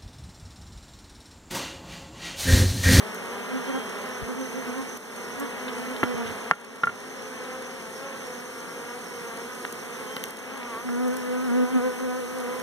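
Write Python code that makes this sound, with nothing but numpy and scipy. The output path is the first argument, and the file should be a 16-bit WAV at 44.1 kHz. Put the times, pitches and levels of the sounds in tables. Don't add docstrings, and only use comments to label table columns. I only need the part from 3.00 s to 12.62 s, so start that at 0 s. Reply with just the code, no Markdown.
import sys
import numpy as np
from scipy import signal
from scipy.fft import rfft, irfft, next_fast_len
from scipy.io import wavfile

SR = 44100
rng = np.random.default_rng(int(sys.argv[2]) if len(sys.argv) > 2 else 0)


def unload_wav(signal):
    wavfile.write(
        sys.argv[1],
        SR,
        np.round(np.clip(np.atleast_2d(signal).T, -1, 1) * 32767).astype(np.int16),
    )


N = 424241
T = np.arange(N) / SR


def undb(db):
    return 10 ** (np.asarray(db) / 20)


def unit(x):
    return x / np.sqrt(np.mean(x ** 2))


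def filtered(x, gain):
    size = next_fast_len(N + 4096, True)
    freqs = np.fft.rfftfreq(size, 1 / SR) + 1e-3
    return irfft(rfft(x, size) * gain(freqs), size)[..., :N]


def colour(x, points):
    hz, db = np.transpose(points)
    return unit(filtered(x, lambda f: undb(np.interp(np.log(f), np.log(hz), db))))


def curve(points):
    return np.interp(T, *np.transpose(points))


def walk(per_s):
    knots = rng.standard_normal(1024)
    return np.interp(T * per_s * 8, np.arange(8192), signal.resample(knots, 8192))


def add(out, start_s, sound):
    i = int(start_s * SR)
    out[i:i + len(sound)] += sound[:N - i]


def bursts(rows):
    out, t = np.zeros(N), np.arange(int(.2 * SR)) / SR
    for start_s, db, hz, decay_s in rows:
        band = signal.butter(3, [hz / 1.83, min(hz * 1.43, SR * .45)], "band", fs=SR, output="sos")
        burst = signal.sosfilt(band, rng.standard_normal(len(t)) * np.exp(-t / decay_s))
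        add(out, start_s, undb(db) * burst / np.abs(burst).max())
    return out


def panned(x, left_db):
    return x * undb(np.array([[left_db], [-left_db]]) / 2)


# freq_hz, lead_cycles
PORT_PHASE = [(0, 0), (1200, 0), (2550, .5), (3550, 1), (4000, 1), (4900, 1.5), (5900, 1.95), (6500, 2),
              (7500, 2.5), (9300, 3), (10500, 3.5), (11800, 4), (12900, 4.5), (14000, 5), (16000, 5.6)]
def ports(mid, side=0, spread_db=0):
    hz, cycles = np.transpose(PORT_PHASE)
    lead = lambda f: np.exp(1j * np.pi * np.outer([1, -1], np.interp(f, hz, cycles)))
    return filtered(mid, lead) + undb(spread_db) * side * np.array([[1], [-1]])


# freq_hz, gain_db
AIR_EQ = [(25, -48), (60, -18.5), (95, -5.5), (130, -8.5), (175, 4.5), (260, -3.5), (400, 9), (700, -9.5),
          (1600, -2), (3200, -12), (4600, -11.5), (7200, -9.5), (9000, -5.5), (11500, -8), (15500, -14.5)]
# time_s, gain_db
HISS_SHELF = [(0, -6.5), (3, -6), (4.2, -11), (5.5, -7), (9.6, -3.5)]
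def air(level_db=-42.0, shelf_hz=8000):
    noises = np.array([colour(rng.standard_normal(N), AIR_EQ) * undb(.5 * walk(11)) for _ in range(2)])
    treble = filtered(noises, lambda f: 1 / (1 + (shelf_hz / f) ** 4))
    mid, side = noises + (undb(curve(HISS_SHELF)) - 1) * treble
    return ports(mid, side, spread_db=-4.5) * undb(level_db)


def stridulation(strokes, stroke_s=0.041, hz=6145, glide_hz=230, glide_s=0.0053, drift=.0025):
    notes, t = np.zeros(N, complex), np.arange(int(stroke_s * SR)) / SR
    glide = np.exp(2j * np.pi * glide_hz * glide_s * np.exp(-t / glide_s))
    note = np.sin(np.pi * t / stroke_s) * glide
    for start_s, db in strokes:
        if start_s < T[-1]:
            add(notes, start_s, undb(db) * note)
    carrier = np.exp(2j * np.pi * np.cumsum(hz * (1 + drift * walk(8))) / SR)
    return (notes * carrier).real


# start_s, level_db
NEAR_STROKES = [(1.098, -54), (1.133, -47), (1.164, -48), (1.269, -52), (1.348, -51), (1.379, -48),
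                (1.409, -41.5), (1.445, -41), (1.476, -47), (1.546, -44), (1.582, -43), (1.686, -44),
                (1.726, -46), (1.759, -45), (1.801, -49), (1.88, -43), (1.917, -42), (1.95, -44)]
# centre_hz, width_hz, level_db
CRICKET_BANDS = [(6090, 140, -60), (5490, 157, -58)]
def crickets(chirps_per_s=7.3, chirp_db=-48, strokes_per_chirp=3, gap_s=0.029, fade_db=2.6):
    rate = chirps_per_s * (1 + .06 * walk(2))
    chirp_starts = T[1:][np.diff(np.floor(np.cumsum(rate) / SR)) > 0]
    accent_db = 0.84 * rng.standard_normal((128, strokes_per_chirp))
    strokes = [(start_s + k * gap_s, chirp_db - k * fade_db + accent_db[i, k])
               for i, start_s in enumerate(chirp_starts) for k in range(strokes_per_chirp)]
    out = stridulation(strokes)
    out += stridulation(NEAR_STROKES, stroke_s=0.029, hz=6150, glide_hz=259.4, glide_s=0.0077)
    for hz, width_hz, db in CRICKET_BANDS:
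        band = filtered(rng.standard_normal(N), lambda f: np.exp(-((f - hz) / width_hz) ** 2 / 2))
        out += unit(band) * undb(db + 2.06 * walk(20))
    return panned(out, left_db=-7.0)


# start_s, length_s, pitch_hz, level_db
BIRD_NOTES = [(.6, 0.33, 3210, -44), (2.85, 0.39, 3160, -49), (7.027, 0.23, 3150, -45.5),
              (7.176, 0.27, 3220, -53)]
def bird(bend=0.0196):
    out = np.zeros(N)
    for start_s, length_s, hz, db in BIRD_NOTES:
        arch = np.sin(np.linspace(0, np.pi, int(length_s * SR)))
        pitch_hz = hz * (1 + bend * (arch - 1))
        add(out, start_s, undb(db) * arch * np.sin(2 * np.pi * np.cumsum(pitch_hz) / SR))
    return out


def wingbeat(hz, harmonics=26, size=2048):
    cycle = unit(irfft(np.r_[0, np.exp(2j * np.pi * rng.random(harmonics))], size))
    return cycle[(np.cumsum(hz) * size / SR).astype(int) % size]


def flying(start_s, end_s, fade_s=0.07):
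    return np.clip(np.minimum(T - start_s, end_s - T) / fade_s + 1, 0, 1)


def far_bee(wing_hz, wander=.035, flit_db=4.0):
    pitch_hz = wing_hz * (1 + wander * walk(4.5) + .02 * walk(16))
    return wingbeat(pitch_hz) * undb(flit_db * walk(3.5))


# freq_hz, gain_db
BUZZ_EQ = [(130, 18), (200, -2), (260, 1.5), (470, 4.5), (560, 4), (660, -1), (1000, 1.5), (1500, 0),
           (2000, -1.5), (2600, -5.5), (3300, -10.5), (4500, -22.5), (8000, -46)]
# time_s, level_db
SWARM_LEVEL = [(0, -36), (0.75, -34.5), (1.4, -37.5), (3.25, -35.5), (4.1, -39.5), (6.1, -41.5),
               (6.5, -38.5), (7.2, -39), (8.3, -37), (9.6, -36.5)]
def swarm(wing_hz=241, scatter=.068, count=16, open_hive_sag=.08, settle_s=2.2):
    rates_hz = wing_hz * (1 + scatter * np.sqrt(3) * np.linspace(-1, 1, count))
    settling = 1 - open_hive_sag * np.exp(-T / settle_s)
    bees = np.array([far_bee(hz * settling) for hz in rates_hz])
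    mid = colour(bees.sum(0), BUZZ_EQ)
    side = colour(bees[::2].sum(0) - bees[1::2].sum(0), BUZZ_EQ)
    side = filtered(side, lambda f: 1 / (1 + (f / 700) ** 2))
    return ports(mid, side, spread_db=-2.5) * undb(curve(SWARM_LEVEL))


def lone_bee(path, whine_db, whine_hz, whine_octaves, waver, flit_db):
    time_s, hz, db = np.transpose(path)
    pitch_hz = np.interp(T, time_s, hz) * (1 + waver * walk(18))
    whine = lambda f: undb(whine_db / (1 + (np.log2(f / whine_hz) / whine_octaves) ** 2))
    buzz = unit(filtered(colour(wingbeat(pitch_hz), BUZZ_EQ), whine))
    level_db = np.interp(T, time_s, db) + flit_db * walk(11)
    return ports(buzz * undb(level_db) * flying(time_s[0], time_s[-1]))


# time_s, pitch_hz, level_db
CIRCLE_PATH = [(3.95, 254.5, -52), (4.17, 267.7, -44), (4.42, 247.6, -43), (4.62, 267, -43.5),
               (4.88, 255, -44.5), (5.05, 274, -45), (5.18, 274, -45), (5.28, 250, -43.5), (5.62, 263, -52),
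               (5.78, 238.9, -45), (6.2, 241.1, -48.5), (6.37, 228.5, -42.5), (6.7, 240, -46.5),
               (7.03, 255.3, -47.5), (7.4, 243.5, -56)]
# time_s, pitch_hz, level_db
PASS_PATH = [(5.5, 234, -46.5), (5.72, 234.5, -48), (6.15, 248, -52), (6.32, 230.5, -50),
             (6.55, 250.4, -49), (6.85, 250.6, -54)]
# time_s, pitch_hz, level_db
SWOOP_PATH = [(7.5, 232, -48), (7.64, 245.8, -38), (7.75, 220.8, -35.5), (7.88, 251, -41), (7.98, 254, -60)]
def fly_bys():
    return (lone_bee(CIRCLE_PATH, whine_db=8, whine_hz=504, whine_octaves=.31, waver=.009, flit_db=2)
            + lone_bee(PASS_PATH, whine_db=8, whine_hz=1350, whine_octaves=.35, waver=.0061, flit_db=3)
            + lone_bee(SWOOP_PATH, whine_db=12, whine_hz=1120, whine_octaves=.18, waver=.008, flit_db=2))


# start_s, depth_db, recovery_s
LEVEL_DIPS = [(1.978, 5, 0.22), (3.519, 9.5, 0.68), (7.31, 3, 0.86)]
def dips(attack_s=.004):
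    return undb(-sum(curve([(start_s - attack_s, 0), (start_s, depth_db), (start_s + recovery_s, 0)])
                     for start_s, depth_db, recovery_s in LEVEL_DIPS))


def crinkle(per_s=45, scatter_db=5, level_db=-59, decay_s=0.0036):
    clicks = (rng.random(N) < per_s / SR) * undb(scatter_db * np.minimum(rng.exponential(size=N), 3))
    grain = rng.standard_normal(256) * np.exp(-np.arange(256) / SR / decay_s)
    crackle = signal.fftconvolve(clicks, grain)[:N]
    bright_eq = [(500, -19), (2000, -7), (4000, 4.5), (9000, 8.0), (15000, -7)]
    return undb(level_db) * colour(crackle, bright_eq)


# start_s, level_db, decay_s
PLASTIC_TICKS = [(0.145, -30, .004), (1.972, -29.5, 0.0033), (2.398, -27, 0.0085), (3.034, -31, 0.0059),
                 (6.725, -24, .002), (7.162, -31, 0.0065), (7.2394, -17.5, 0.00054), (7.256, -31, .0012),
                 (7.284, -35, .001), (7.3075, -24, 0.001), (8.08, -31, .003), (8.168, -25, 0.0025)]
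# start_s, level_db, decay_s
RIM_SCUFFS = [(2.68, -26.5, 0.013), (2.963, -26, 0.0033), (3.036, -22, 0.0055), (3.261, -31.5, 0.051),
              (3.8337, -29, .002), (3.8717, -34, .003), (4.45, -32, 0.004), (5.24, -33, .004),
              (6.649, -25, 0.0032), (7.166, -23, 0.0011), (7.2392, -18, 0.00057), (7.63, -27, 0.0025)]
def rubbing(tick_hz=10000, scuff_hz=2540):
    ticks = bursts([(start_s, db, tick_hz, decay_s) for start_s, db, decay_s in PLASTIC_TICKS])
    scuffs = bursts([(start_s, db, scuff_hz, decay_s) for start_s, db, decay_s in RIM_SCUFFS])
    return ticks + scuffs


# start_s, level_db, centre_hz,
# decay_s
THUDS = [(1.214, -33, 60, 0.0043), (1.221, -27, 131.2, .002), (3.032, -33, 129.2, 0.009),
         (3.032, -17, 333, 0.0044), (3.14, -32, 135.1, 0.018), (3.25, -36.5, 124.3, 0.043),
         (3.86, -33, 159, 0.032)]
def bumps(mid_db=-5, side_db=3.5):
    return undb(mid_db) * bursts(THUDS), undb(side_db) * bursts(THUDS)


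# pitch_hz, level_db, t60_s
WOOD_MODES = [(181, 10, 0.054), (282, 10.5, 0.025), (384, 10, 0.022), (447, 3, 0.045), (740, -13, 0.081),
              (880, 0, 0.03), (1184, 0.5, 0.028), (1270, -16, 0.04), (1386, -4, 0.072), (1406, -1, 0.048),
              (1790, -3.5, 0.053), (2060, -1, 0.04), (2220, 1, 0.04), (2800, 3, 0.031), (3140, 0.5, 0.023),
              (3440, -7, 0.026)]
# start_s, ring_db, centre_hz, spread_octaves, crack_db, rebound_vs_ring_db
LID_HITS = [(3.0316, -17.5, 890, 0.82, -2.5, -24), (3.0346, -18, 325, 0.22, -17, -20),
            (3.5122, -15, 1140, 0.29, 4, -13), (3.8345, -10, 1380, 0.12, -15, -36),
            (3.838, -33, 1400, 0.088, -15, -30), (3.8713, -13.5, 1420, 0.075, -13, -12),
            (6.648, -44, 900, 0.74, -27, -18), (6.6512, -45, 1147, 0.74, -13, -18),
            (7.167, -35, 1400, 1.3, -18.5, -13), (7.241, -42, 1500, 0.98, -27, -16),
            (7.89, -35, 1400, 0.64, -17, -15)]
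def lid_knocks(crack_hz=1400, crack_s=0.00022, rebound_s=0.02, low_cut_hz=110):
    out, t = np.zeros(N), np.arange(int(.2 * SR)) / SR
    hz, db, t60_s = np.transpose(WOOD_MODES)[:, :, None]
    envelopes = np.exp(-np.log(1000) * t / t60_s) * (1 - np.exp(-t / 0.0013))
    modes = undb(db) * envelopes * np.sin(2 * np.pi * hz * t)

    def ring(centre_hz, octaves):
        return (modes / np.sqrt(1 + (np.log2(hz / centre_hz) / octaves) ** 2)).sum(0)

    lead_s = .002
    contact = np.exp(-((t - lead_s) / crack_s) ** 2 / 2)
    swing = np.cos(2 * np.pi * crack_hz * (t - lead_s))
    crack = contact * (swing - np.average(swing, weights=contact))
    for start_s, ring_db, centre_hz, octaves, crack_db, rebound_db in LID_HITS:
        add(out, start_s - lead_s, undb(crack_db) * crack)
        add(out, start_s, undb(ring_db) * ring(centre_hz, octaves))
        add(out, start_s + rebound_s, undb(ring_db + rebound_db) * ring(centre_hz=1380, octaves=0.2))
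    return filtered(out, lambda f: 1 / (1 + (low_cut_hz / f) ** 4))


# harmonic_number, gain_db
CLOSE_OVERTONES = [(2, -3), (3, -12.5), (4, -11.5), (5, -11.5), (6, -11.5), (8, -23.5), (12, -34),
                   (20, -59)]
def near_bee(hz, db, lead_rad, overtones_db, upper_db, jitter=0.00598, near_edge_db=-45.5):
    phase = 2 * np.pi * np.cumsum(hz * (1 + jitter * walk(45))) / SR
    near_field, far_field = np.exp(1j * lead_rad), 0.52 + undb(near_edge_db - db)
    out = np.zeros((2, N))
    for k in range(1, 21):
        swell_db = upper_db + 2.5 * walk(14) if k > 2 else 2.4 * walk(14)
        overtone_db = overtones_db + np.interp(k, *np.transpose(CLOSE_OVERTONES)) + swell_db
        left_lead = np.angle(near_field + (k - 1) * far_field)
        left_lead += 2 * np.pi * np.interp(k * hz, *np.transpose(PORT_PHASE))
        angle = k * phase + 0.46 * rng.standard_normal()
        out -= np.sqrt(2) * undb(db if k == 1 else overtone_db) * np.cos([angle + left_lead, angle])
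    return out


# time_s, fundamental_db, octave_db
HOVER_LEVELS = [(7.828, -23, -34), (7.908, -24.5, -34.5), (8.07, -25, -27.5), (8.16, -32.5, -37),
                (8.26, -32, -29), (8.45, -25.5, -32.5), (8.635, -20.5, -28.5), (8.69, -37, -43),
                (8.765, -17, -28.5), (8.815, -35, -32), (8.87, -28, -24), (8.94, -40, -36),
                (9.03, -29.5, -29), (9.12, -34, -37.5), (9.22, -34, -29.5), (9.33, -38, -33),
                (9.39, -37, -32), (9.6, -38.5, -33.5)]
# time_s, pitch_hz
HOVER_PITCH = [(7.85, 244.6), (7.874, 250.2), (7.918, 239.4), (8.058, 250.6), (8.098, 245.4),
               (8.166, 260.3), (8.22, 247.1), (8.458, 256.4), (8.508, 233.6), (8.556, 251.6),
               (8.668, 245.3), (8.736, 258.5), (8.81, 242.3), (8.854, 257.7), (8.96, 245.3), (9.038, 259.4),
               (9.085, 247.6), (9.19, 256.1), (9.258, 237.3), (9.292, 253.3), (9.36, 256.6), (9.478, 243.2),
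               (9.492, 250.7), (9.6, 251.5)]
def hovering_bee(lead_rad=3.74, upper_db=-29.5, upper_share=0.38, waver=0.00303, sway_db=2.13):
    time_s, db, octave_db = np.transpose(HOVER_LEVELS)
    level_db, octave_db = np.interp(T, time_s, db), np.interp(T, time_s, octave_db)
    wing_hz = curve(HOVER_PITCH) * (1 + waver * walk(12))
    high_db = upper_db + upper_share * (level_db - db.max())
    buzz = near_bee(wing_hz, level_db, lead_rad, octave_db, high_db - octave_db)
    return buzz * undb(sway_db * walk(12)) * flying(time_s[1], T[-1])


# nearest_s, pass_s, pitch_hz, fundamental_db, left_lead_rad, upper_overtones_db
DART_PASSES = [(0.557, 0.0341, 262.3, -27.5, 2.5, -6.5), (0.701, 0.019, 270.5, -28.5, 2.2, -2.5),
               (0.759, 0.032, 265.7, -28, 3.8, 0.5), (1.309, 0.028, 253.2, -31.5, 3.9, -2),
               (1.404, 0.042, 264.6, -31, 1.95, -6), (1.58, 0.028, 263, -31.5, 2.45, -12),
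               (1.701, 0.038, 249.8, -32, 1.6, -1), (1.794, 0.034, 267.6, -30, 2.16, -3),
               (1.95, 0.03, 244.2, -41.5, 1.8, 0), (2.425, 0.028, 282, -30.5, 2.34, 1.5),
               (2.68, 0.0505, 258, -39, 1.5, -10), (2.8, 0.077, 244.6, -37.5, 1.9, -3),
               (2.92, 0.061, 256, -36, 1.39, -7), (3.1, 0.063, 247.8, -30.5, 3.6, -5),
               (3.199, 0.0539, 234, -30.5, 3.7, -3)]
def darting_bee(overtones_db=-30.0, falloff_power=2.204, pitch_sag=.06):
    nearest_s, pass_s, hz, db, lead_rad, upper_db = np.transpose(DART_PASSES)[:, :, None]
    distance = np.hypot(1, (T - nearest_s) / pass_s)
    power = (undb(db) / distance ** falloff_power) ** 2
    share = power / power.sum(0)
    blend = lambda column: (share * column).sum(0)
    level_db = 10 * np.log10(power.max(0))
    wing_hz = blend(hz * (1 - pitch_sag * (1 - 1 / distance)))
    rasp_db = overtones_db + level_db - db.max()
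    buzz = near_bee(wing_hz, level_db, blend(lead_rad), rasp_db, blend(upper_db))
    return buzz * flying(nearest_s.min() - .2, nearest_s.max() + 0.098)


def scene():
    undergrowth = air() + crickets()
    distant_bees = panned(fly_bys(), left_db=0.5) + panned(swarm(), left_db=-0.5)
    close_bees = panned(darting_bee(), left_db=-2.5) + panned(hovering_bee(), left_db=-0.3)
    hive_and_bird = lid_knocks() + rubbing() + crinkle() + bird()
    bump_mid, bump_side = bumps()
    top_layer = ports(hive_and_bird + bump_mid, bump_side, spread_db=-6.5)
    return (undergrowth + distant_bees + close_bees) * dips() + panned(top_layer, left_db=-1.5)


def record(dry):
    top_hz = 15600
    return signal.sosfilt(signal.ellip(8, .2, 70, top_hz, fs=SR, output="sos"), np.clip(dry, -1, 1))


dry = scene()
out = record(dry)
unload_wav(out)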